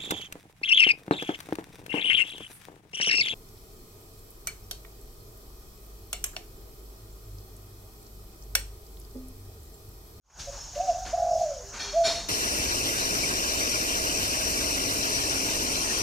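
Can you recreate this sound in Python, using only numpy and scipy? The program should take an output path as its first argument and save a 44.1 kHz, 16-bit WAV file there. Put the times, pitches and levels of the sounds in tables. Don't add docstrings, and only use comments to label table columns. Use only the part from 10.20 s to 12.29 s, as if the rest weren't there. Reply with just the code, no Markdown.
import sys
import numpy as np
from scipy import signal
from scipy.fft import rfft, irfft
from scipy.io import wavfile
from scipy.ndimage import uniform_filter1d

SR = 44100
rng = np.random.default_rng(int(sys.argv[2]) if len(sys.argv) > 2 else 0)


def master_out(mix):
    frames = np.transpose(np.atleast_2d(mix))
    ceiling = np.clip(frames, -1, 1)
    pcm = np.round(ceiling * 32767).astype(np.int16)
    wavfile.write(sys.argv[1], SR, pcm)


def decibels_to_gain(level_db):
    exponent = np.asarray(level_db, float) / 20
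    return 10 ** exponent


N = 92036
T = np.arange(N) / SR


def evened(x):
    return x / np.sqrt(np.mean(x ** 2) + 1e-20)


def read(points, hz):
    f, value = np.transpose(points)
    return np.interp(np.log(hz + 1), np.log(f + 1), value)


def curve(points, order=1):
    p = np.transpose(points)
    return uniform_filter1d(np.interp(T, p[0], p[order]), size=200)


def smooth(z, width_hz, count=2):
    r = np.exp(-np.pi * max(width_hz, 1) / SR)
    for _ in range(count):
        z = signal.lfilter([1 - r], [1, -r], z)
    return z


def fuzzy(hz, width_hz, steady=1.0):
    z = smooth(rng.standard_normal((N, 2)) @ [1, 1j], width_hz)
    z = smooth(z / (abs(z) + 1e-9) ** steady, 4 * width_hz)
    return evened((z * np.exp(2j * np.pi * hz * T)).real)


def hump(start_s, length_s):
    return np.sin(np.pi * np.clip((T - start_s) / length_s, 0, 1))


# f/Hz, correlation
SAME = [(60, 0.94), (150, 0.75), (380, 0.95), (950, 0.99), (2380, 0.94), (5980, 0.74), (9500, .55),
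        (15000, 0.25)]
# f/Hz, L-R level/dB
LEAN = [(60, -1), (180, -1), (550, -1), (1650, 0), (4970, 0.8), (9000, .2), (15000, 2.5)]


def noise(shape, patchy_db):
    frames, hz = N // 128 + 5, np.fft.rfftfreq(512, 1 / SR)
    a, b, c, d, patches = rng.standard_normal((frames, 257, 5)).T
    patches = uniform_filter1d(patches, size=6, axis=0)
    patches = evened(uniform_filter1d(patches, size=20, axis=1))
    same = np.clip(read(SAME, hz), -1, 1)[:, None]
    left = a + 1j * b
    right = same * left + np.sqrt(1 - same ** 2) * (c + 1j * d)
    z = np.array([left, right])
    z *= decibels_to_gain(read(shape, hz)[:, None] + patchy_db * patches)
    z *= decibels_to_gain(np.array([.5, -.5])[:, None, None] * read(LEAN, hz)[:, None])
    return evened(signal.istft(z, nperseg=512, noverlap=384)[1][:, :N])


# f/Hz, level/dB per Hz
RUMBLE = [(20, -22), (40, 6.5), (70, -3.5), (120, -9.5), (200, -21.5), (400, -39)]


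def rumble():
    hz = np.fft.rfftfreq(N, 1 / SR)
    z = rfft(rng.standard_normal((N, 2)).T) * decibels_to_gain(read(RUMBLE, hz) - 40 * (hz < 18))
    a, b = irfft(z, N)
    lumps = decibels_to_gain(1.5 * evened(uniform_filter1d(rng.standard_normal(N), size=3000)))
    pair = np.array([.93 * (a + .12 * b), 1.07 * (a - .12 * b)])
    return decibels_to_gain(-45.5) * evened(pair * lumps)


# f/Hz, level/dB per Hz
AIR = [(100, -12), (200, -4), (450, -3), (900, 0), (1250, -5), (1600, -2), (1850, -11), (4000, -11),
       (9000, -27), (13000, -36), (15700, -50)]


def air():
    return decibels_to_gain(-52) * noise(AIR, patchy_db=3.0)


# f/Hz, level/dB per Hz
CICADA = [(3000, -32), (4500, -13), (5500, -2), (6300, 0), (6900, -4), (7700, -15), (10000, -30),
          (15700, -58)]
# t/s, level/dB
SWELL = [(0, -0.5), (.3, 3), (.42, 4), (.55, 3), (.68, 7), (.8, 3.5), (.9, 4.5), (1.05, 2.5), (1.2, 6.5),
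         (1.42, 2), (1.7, 5.5), (2.09, 5.5)]


def insects():
    strokes_per_s, start_cycles = 25.85, 0.54
    throb = np.maximum(np.sin(2 * np.pi * (strokes_per_s * T + start_cycles)) + 1, 0) ** 2
    cricket = decibels_to_gain(-52) * evened(throb * fuzzy(6670, 25, steady=.7))
    cicadas = decibels_to_gain(-49 + curve(SWELL)) * noise(CICADA, patchy_db=1.5)
    return cicadas + cricket * decibels_to_gain([[.6], [-.6]])


# t/s, crash level/dB, dull part re crash/dB, ring level/dB, rise/s, t60/s
CLANGS = [
    (.098, -56, 22, -77, .004, 0.11),
    (.186, -38.5, -10, -78, 0.014, 0.37),
    (.32, -50.5, 1, -72, 0.011, 1),
    (.545, -49.5, 5, -82, 0.0071, 0.69),
    (.665, -44, -4, -71, 0.025, 0.21),
    (.848, -40, 8, -51, 0.02, 0.33),
    (1.18, -47, -16, -68, 0.0093, 0.67),
    (1.525, -44.5, 11, -59, 0.024, 1),
    (1.592, -42.5, 1, -38.5, 0.016, 0.78),
    (1.835, -26, -1.5, -31, 0.033, 0.61),
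]
# f/Hz, level/dB per Hz
CRASH = [(59, -32), (200, -13.5), (438, -15.5), (900, -14.5), (1500, -13), (2370, -15), (3700, -12),
         (5630, -8.5), (8000, -21), (12000, -31), (15500, -53)]
WIRE_HZ = [1520, 1800, 2380, 2690, 3288, 3610, 3710, 3835, 4292, 4392, 5208, 5560, 5750, 6050, 6970, 7058,
           7665, 9400, 11600]
WIRE_WIDTH_HZ = [80, 70, 65, 60, 60, 80, 120, 60, 130, 90, 100, 130, 100, 80, 90, 80, 50, 80, 120]
# level in early clangs/dB, level in last clang/dB, share of t60
WIRE = [(-6, -4, 0.45), (-6.5, -21, .6), (-3.5, -2.5, 0.69), (-10, -20, 0.73), (-1.5, -4.5, 0.73),
        (-10, -8, .8), (-15, -1, 1.1), (-8, -6, 0.6), (-5.5, 0.5, 1.24), (-0.5, -1.5, .9),
        (-1.5, -3.5, 0.86), (-7.5, 1, 0.94), (-4.5, -12, 0.54), (-27, -17, 0.55), (-23, -5, 0.48),
        (-29, -3, 0.64), (-30, -10, 0.53), (-24, -22.5, .7), (-29, -37, .6)]


def wire_modes():
    return np.array([fuzzy(hz, width_hz, steady=.1) for hz, width_hz in zip(WIRE_HZ, WIRE_WIDTH_HZ)])


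def clangs():
    wash_db, wash_t60_s, wash_rise_s = -14, 1.057, 0.1
    spread = 0.13
    crash = noise(CRASH, patchy_db=1.5)
    dull = signal.filtfilt(*signal.butter(2, 2300, fs=SR), crash)
    near, side = wire_modes(), wire_modes()
    early_db, last_db, share = np.transpose(WIRE)[:, :, None]
    out = 0
    for k, (s, crash_db, dull_db, ring_db, rise_s, t60_s) in enumerate(CLANGS):
        t = np.maximum(T - s, 0)
        onset = np.minimum(t / rise_s, 1)
        mode_db = last_db if k == len(CLANGS) - 1 else early_db
        fall = decibels_to_gain(ring_db + mode_db - 60 * t / (t60_s * np.maximum(share, .2)))
        rings = (fall * near).sum(0) + np.array([[1], [-1]]) * spread * (fall * side).sum(0)
        wash = decibels_to_gain(wash_db - 60 * t / wash_t60_s) * np.minimum(t / wash_rise_s, 1)
        body = onset * decibels_to_gain(-60 * t / t60_s) + wash
        out = out + body * decibels_to_gain(crash_db) * (crash + (decibels_to_gain(dull_db) - 1) * dull) + onset * rings
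    return out


def voice(hz, level, flutter=()):
    wobble = .007 * evened(uniform_filter1d(rng.standard_normal(N), size=300))
    turn = 2 * np.pi * np.cumsum(hz * (1 + wobble)) / SR
    sides = sum(decibels_to_gain(db) * np.sin(turn + 2 * np.pi * off_hz * T) for off_hz, db in flutter)
    return level * np.sqrt(2) * (np.sin(turn) + decibels_to_gain(-46) * np.sin(2 * turn) + sides)


def husk():
    lumps = uniform_filter1d(rng.standard_normal(N), size=350)
    return decibels_to_gain(4 * evened(uniform_filter1d(lumps, size=350)) - 2.0)


def soft_ends(points):
    return np.clip(np.minimum(T - points[0][0], points[-1][0] - T) / .006, 0, 1)


def note(points, flutter=()):
    level = uniform_filter1d(decibels_to_gain(curve(points, order=2)), size=400)
    return voice(curve(points), level * soft_ends(points), flutter)


# t/s, f/Hz, held tone between throbs level/dB
TRILL = [(.925, 615, -60), (.945, 690, -52), (1.0, 690, -50), (1.16, 674, -46), (1.215, 682, -40),
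         (1.24, 660, -34), (1.265, 605, -31), (1.32, 572, -36), (1.36, 530, -48), (1.41, 490, -48),
         (1.44, 475, -58)]
# centre t/s, level/dB
THROBS = [(0.944, -22), (0.963, -31.5), (0.983, -24.5), (1.003, -23), (1.029, -21), (1.051, -23.5),
          (1.073, -22.5), (1.093, -22), (1.117, -21), (1.136, -22), (1.161, -21), (1.179, -23.5),
          (1.2, -26.5), (1.217, -19), (1.238, -22), (1.262, -34.5), (1.284, -51), (1.304, -65),
          (1.318, -36), (1.337, -77), (1.36, -80), (1.379, -64), (1.416, -56.5)]
# offset f/Hz, level/dB
FLUTTER = [(120, -18), (-75, -17), (-125, -23)]


def trill():
    longest_s, flips, glide_share = .032, 14, .085
    gate = decibels_to_gain(curve(TRILL, order=2)) * soft_ends(TRILL)
    beat, glide = gate.copy(), np.zeros(N)
    lengths_s = np.minimum(np.gradient(np.transpose(THROBS)[0]), longest_s)
    lengths_s[0] = longest_s
    for k, ((s, db), length_s) in enumerate(zip(THROBS, lengths_s)):
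        u = np.clip((T - s) / length_s + .5, 0, 1)
        throb = decibels_to_gain(db) * np.sin(np.pi * u)
        gate += throb
        beat += (-1) ** min(k, flips) * throb
        glide += throb * (u - .5)
    flutter_gate = uniform_filter1d(gate * (T > .96) * (T < 1.24), size=700)
    sides = sum(voice(curve(TRILL) + off_hz, decibels_to_gain(db) * husk() * flutter_gate) for off_hz, db in FLUTTER)
    return sides + voice(curve(TRILL) * (1 + glide_share * glide / (gate + 1e-6)), beat)


# t/s, f/Hz, level/dB
GRUNT = [(.262, 536, -76), (.275, 565, -38.5), (.3, 552, -37), (.312, 580, -61), (.335, 559.4, -45.5),
         (.36, 568, -64), (.372, 570, -65)]
ARCH = [(.528, 720, -66), (.542, 715, -49), (.556, 700, -58), (.578, 695, -35), (.592, 700, -39),
        (.606, 706, -19.5), (.62, 745, -34), (.657, 765, -36), (.667, 750, -46), (.676, 745, -31),
        (.693, 720, -18), (.703, 690, -19), (.714, 665, -26), (.732, 650, -35)]
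UNDER = [(.553, 570, -48), (.566, 582, -31), (.593, 610, -32), (.608, 590, -40), (.635, 580, -38),
         (.66, 580, -44), (.71, 590, -42), (.74, 550, -48)]
ARCH_RING = [(.725, 715, -40), (.74, 700, -39), (.755, 695, -32), (.775, 740, -35), (.8, 730, -43),
             (.825, 750, -39), (.866, 735, -47), (.9, 748, -46), (.925, 745, -55)]
LAST = [(1.724, 560, -55), (1.743, 597, -29), (1.757, 648, -26), (1.772, 675, -18.5), (1.824, 680, -20),
        (1.842, 668, -29), (1.859, 660, -23), (1.872, 640, -31), (1.895, 590, -44)]
LAST_RING = [(1.865, 680, -36), (1.89, 680, -33), (1.918, 678, -44), (1.94, 678, -38), (1.975, 680, -39),
             (2.0, 682, -47), (2.08, 682, -60)]
# offset f/Hz, level/dB
GRUNT_OVER = [(130, -7)]


def dove():
    arch = note(ARCH) + husk() ** .5 * note(UNDER) + husk() * note(ARCH_RING)
    return note(GRUNT, GRUNT_OVER) + arch + trill() + note(LAST) + note(LAST_RING)


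# delay t/s, level/dB
WALLS = [
    (.004, -20),
    (.058, -16),
]


def shed(x):
    t60_s, rise_s, tail_db, same = .65, 0.059, -16, 0.99
    taps = np.zeros((2, SR))
    at = np.arange(1200, SR - 20, 20) + rng.integers(0, 20, (2, (SR - 1201) // 20))
    np.put_along_axis(taps, at, rng.choice([-1., 1.], at.shape), 1)
    taps[1] = same * taps[0] + np.sqrt(1 - same ** 2) * taps[1]
    taps *= decibels_to_gain(-60 * T[:SR] / t60_s) * np.minimum(T[:SR] / rise_s, 1)
    taps *= decibels_to_gain(tail_db) / np.linalg.norm(taps[0])
    taps[:, 0] = 1
    for s, db in WALLS:
        taps[:, round(s * SR)] += decibels_to_gain(db)
    return signal.fftconvolve(x[None], taps, axes=1)[:, :N] * decibels_to_gain([[-.5], [.5]])


# start t/s, length/s, level/dB, f/Hz, width/Hz
CHIRP = (.375, .11, -47, 5300, 250)


def chirp():
    s, length_s, db, hz, width_hz = CHIRP
    return decibels_to_gain(db) * hump(s, length_s) * fuzzy(hz, width_hz, steady=0.42)


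# t/s, level/dB, f/Hz
PEEPS = [
    (.549, -47, 2750),
    (.574, -53, 2700),
    (.608, -50, 2650),
    (.646, -55, 2700),
    (.693, -47, 2750),
    (.741, -53, 2650),
]


def peeps():
    return sum(decibels_to_gain(db) * hump(s, .014) ** 2 * fuzzy(hz, 200, steady=.9) for s, db, hz in PEEPS)


# start t/s, length/s, level/dB, f/Hz
FAR = [
    (1.415, 0.11, -47.5, 398),
    (1.628, 0.12, -43, 402.2),
    (1.848, 0.063, -40.5, 400),
]


def far_dove():
    return sum(decibels_to_gain(db) * hump(s, length_s) * np.sin(2 * np.pi * hz * T) for s, length_s, db, hz in FAR)


# f/Hz, level/dB per Hz
BOOM = [(60, -22), (120, 0.5), (280, -9.5), (500, -9.5), (1000, -9.5), (2000, -46)]


def boom():
    u = np.maximum(T - CLANGS[-1][0], 0) / .1
    return decibels_to_gain(-46.5) * u * np.exp(1 - u) * noise(BOOM, patchy_db=1.5)


def scene():
    birds = shed(dove() + far_dove()) + peeps()
    return birds + clangs() + boom() + insects() + chirp() + rumble() + air()


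def top_cut(x):
    return signal.sosfilt(signal.butter(12, 15710, fs=SR, output="sos"), x)


# t/s, level/dB
FADE = [(0, -64), (.05, -32.5), (.1, -20.5), (.15, -11.5), (.2, 1), (.26, -0.5), (2.05, -0.5), (2.09, -3)]


def record(dry):
    low_pass = signal.firwin(511, 15700, window=("kaiser", 9), fs=SR)
    mix = signal.oaconvolve(dry * decibels_to_gain(curve(FADE)), low_pass[None], "same")
    return top_cut(mix)


dry = scene()
out = record(dry)
master_out(out)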